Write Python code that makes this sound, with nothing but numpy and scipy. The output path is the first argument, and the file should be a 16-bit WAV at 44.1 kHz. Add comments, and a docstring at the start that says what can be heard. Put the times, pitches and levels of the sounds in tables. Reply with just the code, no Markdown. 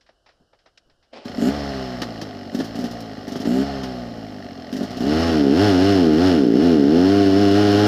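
"""A single-cylinder four-stroke dirt bike in a forest, heard from the rider's helmet.
Gloves and sleeves rustle, the starter grinds, and at 1.25 s the engine catches and is blipped:
gulps of air bark in the airbox, exhaust pulses drone in the pipe, the metal clatters along.
First gear clunks in at 2 s and a few stumbling blips follow. From 5 s the bike climbs a hill on
an open throttle, its revs swinging as the tyre slips and grips, with faint echoes from the trees."""
import sys
import numpy as np
from scipy import signal
from scipy.fft import rfft, irfft
from scipy.io import wavfile
from scipy.ndimage import uniform_filter1d

SR = 44100
rng = np.random.default_rng(int(sys.argv[2]) if len(sys.argv) > 2 else 0)


def transcribe(signal):
    """Save signal, clipped to [-1, 1], as a 16-bit WAV file at the path in sys.argv[1]."""
    frames = np.atleast_2d(signal).T
    limited = np.clip(frames, -1, 1)
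    pcm = np.round(limited * 32767).astype(np.int16)
    wavfile.write(sys.argv[1], SR, pcm)


N = 347067
T = np.arange(N) / SR
IDLE_HZ = 44.7  # engine speeds are in firings per second

# The rasp swells and sinks on top of speed and throttle. Each row: time in seconds, swell in dB.
RASP_SWELL = [(1.3, 3.5), (1.5, 1.5), (1.75, 2), (2.1, -1), (3.1, -2), (3.7, 0.5), (4.12, -4.5), (4.6, -1),
              (5.05, 1), (5.23, 5.5), (5.45, 0), (5.68, 1.5), (6.11, -1), (6.27, 1.5), (6.45, -0.5),
              (6.85, -2.5), (7.35, -2.5), (7.8, 0.5)]

def engine():
    """One cylinder drives every voice; each follows speed, throttle and its own share of the swell."""
    hz, throttle, swell_db = engine_speed(), throttle_opening(), curve(RASP_SWELL)
    turns = crank_turns(hz)
    load = .17 + .68 * throttle  # cylinder filling, 0-1
    flow = np.clip((uniform_filter1d(hz, size=SR // 2) - 60) / 12, 0, 1)  # sustained airflow, 0-1
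    stumble = load * np.clip((62.8 - hz) / 12, 0, 1) * (1 - flow)  # lugging at low revs
    uneven_db = .85 + 5.5 * stumble
    pulses = firings(turns, uneven_db)
    octaves = np.log2(np.maximum(hz, IDLE_HZ) / 80)

    def fader(shut, wide):
        """Gain between shut and wide-open throttle; each pair is dB at 80 Hz, dB per octave of speed."""
        return amp((1 - throttle) * (shut[0] + shut[1] * octaves)
                   + throttle * (wide[0] + wide[1] * octaves))

    bark = fader((-42, 18), (-14.2, 0)) * airbox_bark(pulses, turns, hz, uneven_db, flow, load)
    thump = fader((-31.5, 13), (-31, 24)) * firing_thump(pulses)
    drone = fader((-31.3, 14.5), (-28.3, 14.5)) * exhaust_drone(turns, hz, uneven_db)
    rumble = fader((-35, 16.5), (-37.5, 1.5)) * crankcase_rumble()
    sizzle = fader((-75, 28), (-45, 0)) * throttle_sizzle(flow)
    metal = fader((-38.5, 13.5), (-34.5, 14)) * metal_clatter(pulses, turns, hz, load)
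    low = bark * amp(-.49 * throttle * swell_db) + thump * amp(throttle * swell_db)
    mid = (drone + rumble) * amp(.58 * swell_db)
    high = metal * amp(swell_db) + sizzle * amp(.65 * swell_db)
    running = np.clip((T - 1.245) / .01, 0, 1)
    return running * (low + mid + high)

# Flicks of the wrist. Each row: start in seconds, release in seconds, roll-on time in seconds,
# opening from 0 to 1, top speed in firings per second.
BLIPS = [(1.24, 1.29, 0.0091, .6, 24), (1.23, 1.49, .2, .97, 73.2), (2.48, 2.614, .06, .75, 56),
         (2.705, 2.868, .065, .69, 58.5), (3.245, 3.41, 0.031, .59, 52), (3.31, 3.625, 0.17, .88, 70),
         (4.67, 4.848, 0.054, .72, 56)]
# Throttle on the hill. Each row: time in seconds, opening from 0 to 1.
CLIMB_THROTTLE = [(4.95, 0.44), (5.01, 0.79), (5.11, 0.94), (5.25, 0.73), (5.39, 1), (7.87, 1)]

def throttle_opening():
    """The slide rests part open, springs back after each blip and is held wide on the hill."""
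    opening = curve(CLIMB_THROTTLE)
    for opened, shut, rise, amount, _ in BLIPS:
        roll_on = np.clip((T - opened) / rise, 0, 1)
        release = np.exp(-np.maximum(T - shut, 0) / .05)
        opening = np.maximum(opening, amount * roll_on * release)
    return opening

# Revs as the rear tyre slips and grips. Each row: time in seconds, firings per second.
CLIMB_REVS = [(4.969, 52.6), (5.065, 69.9), (5.255, 83.7), (5.486, 67.6), (5.646, 105.0), (5.767, 89.2),
              (5.889, 100.5), (6.126, 75.5), (6.263, 93.9), (6.413, 67.6), (6.505, 54.0), (6.589, 71.9),
              (6.66, 87.2), (6.833, 69.1), (6.98, 87.2), (7.162, 100.4), (7.327, 96.3), (7.402, 101.8),
              (7.5, 99.0), (7.608, 103.6), (7.729, 101.2), (7.803, 104.2)]

def engine_speed(cranking_hz=21.95, friction_hz_per_s=29):
    """Each blip spins the flywheel up and friction slows it; on the hill it swings with the grip."""
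    hz = np.full(N, cranking_hz)
    for opened, shut, _, _, top_hz in BLIPS:
        start_hz = hz[int(opened * SR)]
        top_s = shut + .06  # the flywheel gains speed a little longer
        rise = np.sin(np.pi / 2 * np.clip((T - opened) / (top_s - opened), 0, 1)) ** 2
        blip = start_hz + (top_hz - start_hz) * rise - friction_hz_per_s * np.maximum(T - top_s, 0)
        hz = np.where(T < opened, hz, blip)
    return np.where(T < CLIMB_REVS[0][0], hz, rounded(CLIMB_REVS))

# Hard firings as the engine stumbles. Each row: time in seconds, pulse accent in dB,
# relative level of its crack in dB.
HARD_FIRINGS = [(1.26, 1, -51), (2.552, 6.5, -35), (2.593, 1, -37.5), (2.612, -3, -41), (2.758, 4, -40),
                (2.793, 4, -39.5), (2.813, 0, -42), (2.845, 5, -38), (3.283, 6, -38), (3.324, 7, -37.5),
                (3.365, 2, -38.5), (3.405, 7, -39), (4.731, 4.5, -37), (4.77, 5, -37), (4.835, 2.5, -39),
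                (4.91, 5, -40.5), (4.974, 4.5, -37.5), (5.01, 3, -37.5), (6.424, -1, -49), (6.559, 3, -47)]
GULP_LEAD_S = .005  # the airbox takes this long to swell

def firings(turns, uneven_db, delay_s=0, jitter_s_per_db=.00004):
    """One pulse per cycle; each differs in strength and timing, and a few fire hard."""
    at = np.flatnonzero(np.diff(np.floor(turns)) > 0)
    strength, late = rng.standard_normal((1000, 2))[:len(at)].T
    db = uneven_db[at] * strength
    for s, accent_db, _ in HARD_FIRINGS:
        db[np.argmin(abs(T[at] - s + GULP_LEAD_S - delay_s))] = accent_db
    jitter = (late * jitter_s_per_db * uneven_db[at] * SR).astype(int)
    pulses = np.zeros(N)
    pulses[np.clip(at + jitter, 0, N - 1)] = -amp(db)
    return pulses

def crank_turns(hz):
    """Engine cycles counted from the speed; the crank hurries or lags to meet each hard firing."""
    turns = np.cumsum(hz) / SR
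    hard_s = np.transpose(HARD_FIRINGS)[0] - GULP_LEAD_S
    ahead = np.unwrap(2 * np.pi * (np.interp(hard_s, T, turns) % 1)) / (2 * np.pi)
    return turns - np.interp(T, hard_s, ahead)

def firing_cracks():
    """A sharp crack tops each hard firing."""
    hits = [(s - .004, db + 1, .019, 1) for s, _, db in HARD_FIRINGS]
    return bursts(hits, KNOCK_EQ, rise_s=.001)

# The airbox's hollow voice at low and high revs. Each row: frequency in Hz, relative level in dB.
AIRBOX_SLOW_EQ = [(40, -43), (110, -30), (165, -10), (205, -1), (242, 5.5), (290, 1.5), (345, -17.5),
                  (385, -6), (425, -9), (470, -28), (560, -14), (700, -26), (1200, -56.5)]
AIRBOX_FAST_EQ = [(40, -55), (110, -24.5), (165, -10.5), (205, -3.5), (250, -1), (275, 3.5), (298, 5.5),
                  (335, -6.5), (365, -5), (400, -2), (450, -8), (510, -15.5), (700, -40.5), (1200, -70)]

def airbox_bark(pulses, turns, hz, uneven_db, flow, load):
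    """Gulps of air ring the airbox; its voice grows with load and rises with sustained flow."""
    gulps = turbulent(pulses, turns, hz, share=.14 + .071 * uneven_db)
    voice = (1 - flow) * colour(gulps, AIRBOX_SLOW_EQ) + flow * colour(gulps, AIRBOX_FAST_EQ)
    return np.tanh(5 * load) * steady(voice)

# The engine's bottom end. Each row: frequency in Hz, relative level in dB.
THUMP_EQ = [(15, -39), (35, -25), (52, -9), (70, -8), (100, 4.5), (135, -7), (175, -12.5), (300, -37),
            (600, -108)]

def firing_thump(pulses):
    """Each firing lands as a bass thud."""
    return steady(colour(pulses, THUMP_EQ))

# The pipe's throaty midrange. Each row: frequency in Hz, relative level in dB.
PIPE_EQ = [(60, -35), (130, -12), (220, -3), (370, 1), (470, -3.5), (560, -1.5), (640, -2), (700, 3.5),
           (755, -1.5), (840, -2), (950, -23.5), (1300, -19), (2000, -23), (6000, -66)]

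def exhaust_drone(turns, hz, uneven_db):
    """The exhaust valve opens later in the cycle, and its pulses ring the pipe."""
    valve_turns = turns - .42
    pulses = firings(valve_turns, uneven_db, delay_s=.008)
    gas = turbulent(pulses, valve_turns, hz, share=.1 + .24 * uneven_db)
    return steady(colour(disperse(gas, decay_s=.0053), PIPE_EQ))

# Valve tick, gear whirr and gas rasp. Each row: frequency in Hz, relative level in dB.
TICK_EQ = [(500, -40), (1100, -16), (1600, -9), (1880, 3), (2050, -2), (2350, -14), (3050, -7), (3700, -14),
           (4300, -8), (5300, -7), (6200, -22), (8000, -38), (15000, -58)]
WHIRR_EQ = [(500, -14.5), (900, -20.5), (1020, 2.5), (1210, 5), (1400, -4.5), (1810, 1), (2370, -6.5),
            (3070, -4), (3710, -7.5), (4030, -1), (5280, -5), (6160, -13), (7790, -24), (15000, -55)]
GAS_EQ = [(500, -23.5), (950, -5.5), (1150, -6), (1480, -4), (1780, -6), (2370, -11), (2930, -4),
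          (3710, -8), (5220, -6.5), (6160, -15.5), (7790, -25), (12900, -27.5), (14000, -37), (15200, -80)]
# The ring of cylinder head and cases. Each row: frequency in Hz, width in Hz, peak gain in dB.
HEAD_MODES = [(1442, 230, 0.5), (1900, 41, -26), (2887, 36, 3.5), (3145, 63, 1), (3480, 19, -4),
              (4275, 65, -1), (5290, 126, 3)]

def metal_clatter(pulses, turns, hz, load):
    """Valves tick, gears whirr and gas tears through the ports; all of it rings the metal."""
    # valves seat between the gulps, and stand out at low speed
    seating = puff(turns - .6, width=.05) * rng.standard_normal(N)
    tick_db = -2.5 - 11.1 * np.log2(np.maximum(hz / IDLE_HZ, 1))
    ticks = amp(tick_db) * unit_rms(colour(seating, TICK_EQ))
    whirr = amp(-.6) * np.sqrt(1 - load) * noise(WHIRR_EQ)
    # under load the gas comes in uneven bursts, and the pipe wall buzzes
    grit = amp(2 * unit_rms(uniform_filter1d(rng.standard_normal(N), size=120)))
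    surge = 1 + .18 * puff(turns + .23, width=.17)
    rasp = amp(-4) * noise(GAS_EQ) * unit_rms(grit * surge)
    buzz = amp(-.5) * steady(colour(disperse(pulses, decay_s=.0051), GAS_EQ, tilt_db=-1.5))
    metal = ticks + whirr + load * rasp + load ** 2 * buzz
    return metal + ring(metal, HEAD_MODES)

# The dark body of the cases. Each row: frequency in Hz, relative level in dB.
CRANKCASE_EQ = [(25, -7), (70, 3.5), (150, -10), (280, -1), (480, 2.5), (750, 8), (860, -14), (980, -31),
                (1600, -36)]

def crankcase_rumble():
    """The crankcases lay a bed of low noise under the firings."""
    return noise(CRANKCASE_EQ)

# A thin, airy top. Each row: frequency in Hz, relative level in dB.
SIZZLE_EQ = [(3000, -30), (7000, 8), (9000, -8), (13000, -3), (15000, -17)]

def throttle_sizzle(flow):
    """Air hisses past the throttle slide, fading once the flow is sustained."""
    return (1 - flow) * noise(SIZZLE_EQ)

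# The starter's grind. Each row: frequency in Hz, relative level in dB.
STARTER_EQ = [(35, -73), (60, -49), (212, -2.5), (482, -1.5), (589, 2.5), (938, -9), (1020, -12),
              (1460, -16), (3100, -14.5), (3710, -17.5), (5280, -18), (6040, -31), (12000, -55),
              (15600, -81), (22000, -120)]
# Its bite and fade. Each row: time in seconds, level in dB.
STARTER_LEVEL = [(1.11, -77), (1.128, -58), (1.133, -40), (1.15, -41.5), (1.172, -37), (1.2, -44.5),
                 (1.24, -46.5), (1.3, -54), (1.36, -61)]

def starter(tooth_hz=150):
    """The starter gears engage and grind until the engine catches."""
    engaged = (T > STARTER_LEVEL[0][0]) * (T < STARTER_LEVEL[-1][0])
    teeth = 1 + .233 * np.sin(2 * np.pi * tooth_hz * T)
    return amp(curve(STARTER_LEVEL)) * engaged * noise(STARTER_EQ) * teeth

# A hard metal clunk. Each row: frequency in Hz, relative level in dB.
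KNOCK_EQ = [(88, -55), (150, -7.5), (252, -4), (612, -14.5), (972, -18), (1640, -14.5), (1870, -13),
            (2310, -26), (3090, -13), (3340, -17), (5400, -13.5), (7790, -32.5), (15000, -34.5)]
# The clunks. Each row: start in seconds, level in dB, decay in seconds, brightness in dB per octave.
KNOCKS = [(1.13, -44, 0.0073, -6), (2.017, -17, 0.0083, -2.5), (2.029, -26, 0.013, -2),
          (2.213, -25, 0.016, -2), (2.599, -19, 0.018, -5), (2.642, -39, 0.022, 3),
          (2.853, -33.5, 0.025, -2), (2.91, -39, 0.018, 2), (3.003, -41.5, 0.011, 6),
          (3.355, -18.5, 0.0079, -5.5), (3.415, -32, 0.0068, -0.5), (3.451, -19.5, 0.013, -4.5),
          (3.832, -30, 0.021, -1), (4.806, -23.5, 0.016, -5)]

def drivetrain_knocks():
    """Starter drive, gearbox and chain knock as they engage."""
    return bursts(KNOCKS, KNOCK_EQ, rise_s=.0027)

# A soft scuff of riding gear. Each row: frequency in Hz, relative level in dB.
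RUSTLE_EQ = [(35, -56), (60, -20), (139, -17), (242, -8), (719, 3), (938, -5.5), (1820, -5.5), (2330, -11),
             (5400, -14.5), (6040, -26), (12000, -63), (15600, -89), (22000, -120)]
# The scuffs. Each row: start in seconds, level in dB, decay in seconds, brightness in dB per octave.
SCUFFS = [(.008, -58.5, .018, 7), (.062, -60, .03, 3.5), (.089, -49, .01, -1), (.26, -53, 0.034, 2),
          (.288, -54, .017, 2), (.399, -48.5, .023, -10), (.53, -52.5, 0.014, -1.5), (.587, -63, .029, 5),
          (.658, -50, 0.017, 1), (.774, -45.5, .0068, 8.5), (.86, -52.5, 0.054, -10.5),
          (.896, -59.5, .016, 3), (1.025, -62, .032, 4)]

def rider_rustle():
    """Gloves and sleeves brush the levers before the start."""
    return bursts(SCUFFS, RUSTLE_EQ, rise_s=.0032)

def tree_echoes(x, t60_s=.45, count=500, size=22050):
    """Sparse dying reflections from ground and trunks."""
    at = rng.integers(size // 100, size, count)
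    taps = np.zeros(size)
    taps[at] = rng.choice([-1, 1], count) * amp(-60 * at / SR / t60_s)
    return signal.oaconvolve(x, taps / np.linalg.norm(taps))[:N]

# The forest's hush. Each row: frequency in Hz, relative level in dB.
FOREST_EQ = [(15, -31), (25, 11.5), (172, -5), (691, -1.5), (952, -14), (1580, -6.5), (2370, -40),
             (2930, -6), (3350, -19), (5280, -13), (6200, -23), (12100, -33), (15000, -69)]

def forest_air():
    """Still air, a faint and even bed of noise."""
    return amp(-68) * noise(FOREST_EQ)

def turbulent(pulses, turns, hz, share):
    """Each pulse drags a puff of eddies, so no two cycles are alike."""
    return pulses + share * np.sqrt(hz / SR) * puff(turns, width=.15) * rng.standard_normal(N)

def puff(turns, width):
    """A swell once a cycle: quick rise, slower fall."""
    age = (turns % 1) / width
    return unit_rms(age * np.exp(-age))

def disperse(x, decay_s, size=800):
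    """Short paths through pipe and silencer smear each pulse over a few milliseconds."""
    paths = rfft(rng.standard_normal(size) * np.exp(-np.arange(size) / SR / decay_s), 4 * size)
    nearly_flat = paths / abs(paths) ** .8
    return signal.oaconvolve(x, irfft(nearly_flat)[:size])[:len(x)]

def bursts(hits, eq, rise_s, size=9000):
    """A track of short noise hits, each with a fast attack and its own decay and brightness."""
    track, t = np.zeros(N), np.arange(size) / SR
    for s, db, decay_s, tilt_db in hits:
        envelope = np.minimum(t / rise_s, 1) * np.exp(-np.maximum(t - rise_s, 0) / decay_s)
        hit = amp(db) * envelope * unit_rms(colour(rng.standard_normal(size), eq, tilt_db))
        slot = track[round(s * SR):][:size]
        slot += hit[:len(slot)]
    return track

def ring(x, modes, size=3000):
    """Damped resonances driven by x."""
    t = np.arange(size) / SR
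    response = sum(amp(db) * width * np.exp(-np.pi * width * t) * np.cos(2 * np.pi * hz * t)
                   for hz, width, db in modes)
    return 2 * np.pi / SR * signal.oaconvolve(x, response)[:N]

def colour(x, eq, tilt_db=0, size=4096):
    """Minimum-phase EQ, tilted by tilt_db per octave, with its peak at unity gain."""
    hz, db = np.transpose(eq)
    octave = np.log2(abs(np.fft.fftfreq(size, 1 / SR)) + 1)
    db = np.interp(octave, np.log2(hz + 1), db) + tilt_db * octave
    log_gain = np.log(amp(np.maximum(db - db.max(), -100)))
    response = np.fft.ifft(np.exp(np.conj(signal.hilbert(log_gain)))).real
    return signal.oaconvolve(x, response[:size // 2])[:len(x)]

def noise(eq):
    return unit_rms(colour(rng.standard_normal(N), eq))

def steady(x, size=2600):
    """Holds the loudness at one over a few engine cycles."""
    power = uniform_filter1d(uniform_filter1d(x ** 2, size), size)
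    return x / np.sqrt(abs(power) + 1e-4 * np.mean(x ** 2))

def curve(rows):
    """Straight ramps through (seconds, value) rows."""
    return np.interp(T, *np.transpose(rows))

def rounded(rows):
    """A smooth curve through (seconds, value) rows that levels out at each crest and trough."""
    s, value = np.transpose(rows)
    slope = np.diff(value) / np.diff(s)
    before, after = slope[:-1], slope[1:]
    tangent = np.r_[0, 2 * np.maximum(before * after, 0) / (before + after + 1e-9), 0]
    place = np.interp(T, s, np.arange(len(s)))
    k = np.minimum(place.astype(int), len(s) - 2)
    u = place - k
    bend = (1 - u) * (tangent[k] - slope[k]) - u * (tangent[k + 1] - slope[k])
    return value[k] + np.diff(s)[k] * u * (slope[k] + (1 - u) * bend)

def amp(db):
    return 10 ** (np.asarray(db) / 20)

def unit_rms(x):
    return x / np.sqrt(np.mean(x ** 2) + 1e-20)

def scene():
    """The bike close by, faint echoes from the trees, and still forest air, in mono."""
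    bike = engine() + starter() + firing_cracks() + drivetrain_knocks() + rider_rustle()
    return (bike + amp(-21) * tree_echoes(bike) + forest_air())[None]

def record(dry):
    """A steep low-pass trims the very top."""
    lowpass = signal.firwin(1023, cutoff=15250, window=("kaiser", 9), fs=SR)
    return signal.oaconvolve(dry, lowpass[None], "same")

dry = scene()
out = record(dry)
transcribe(out)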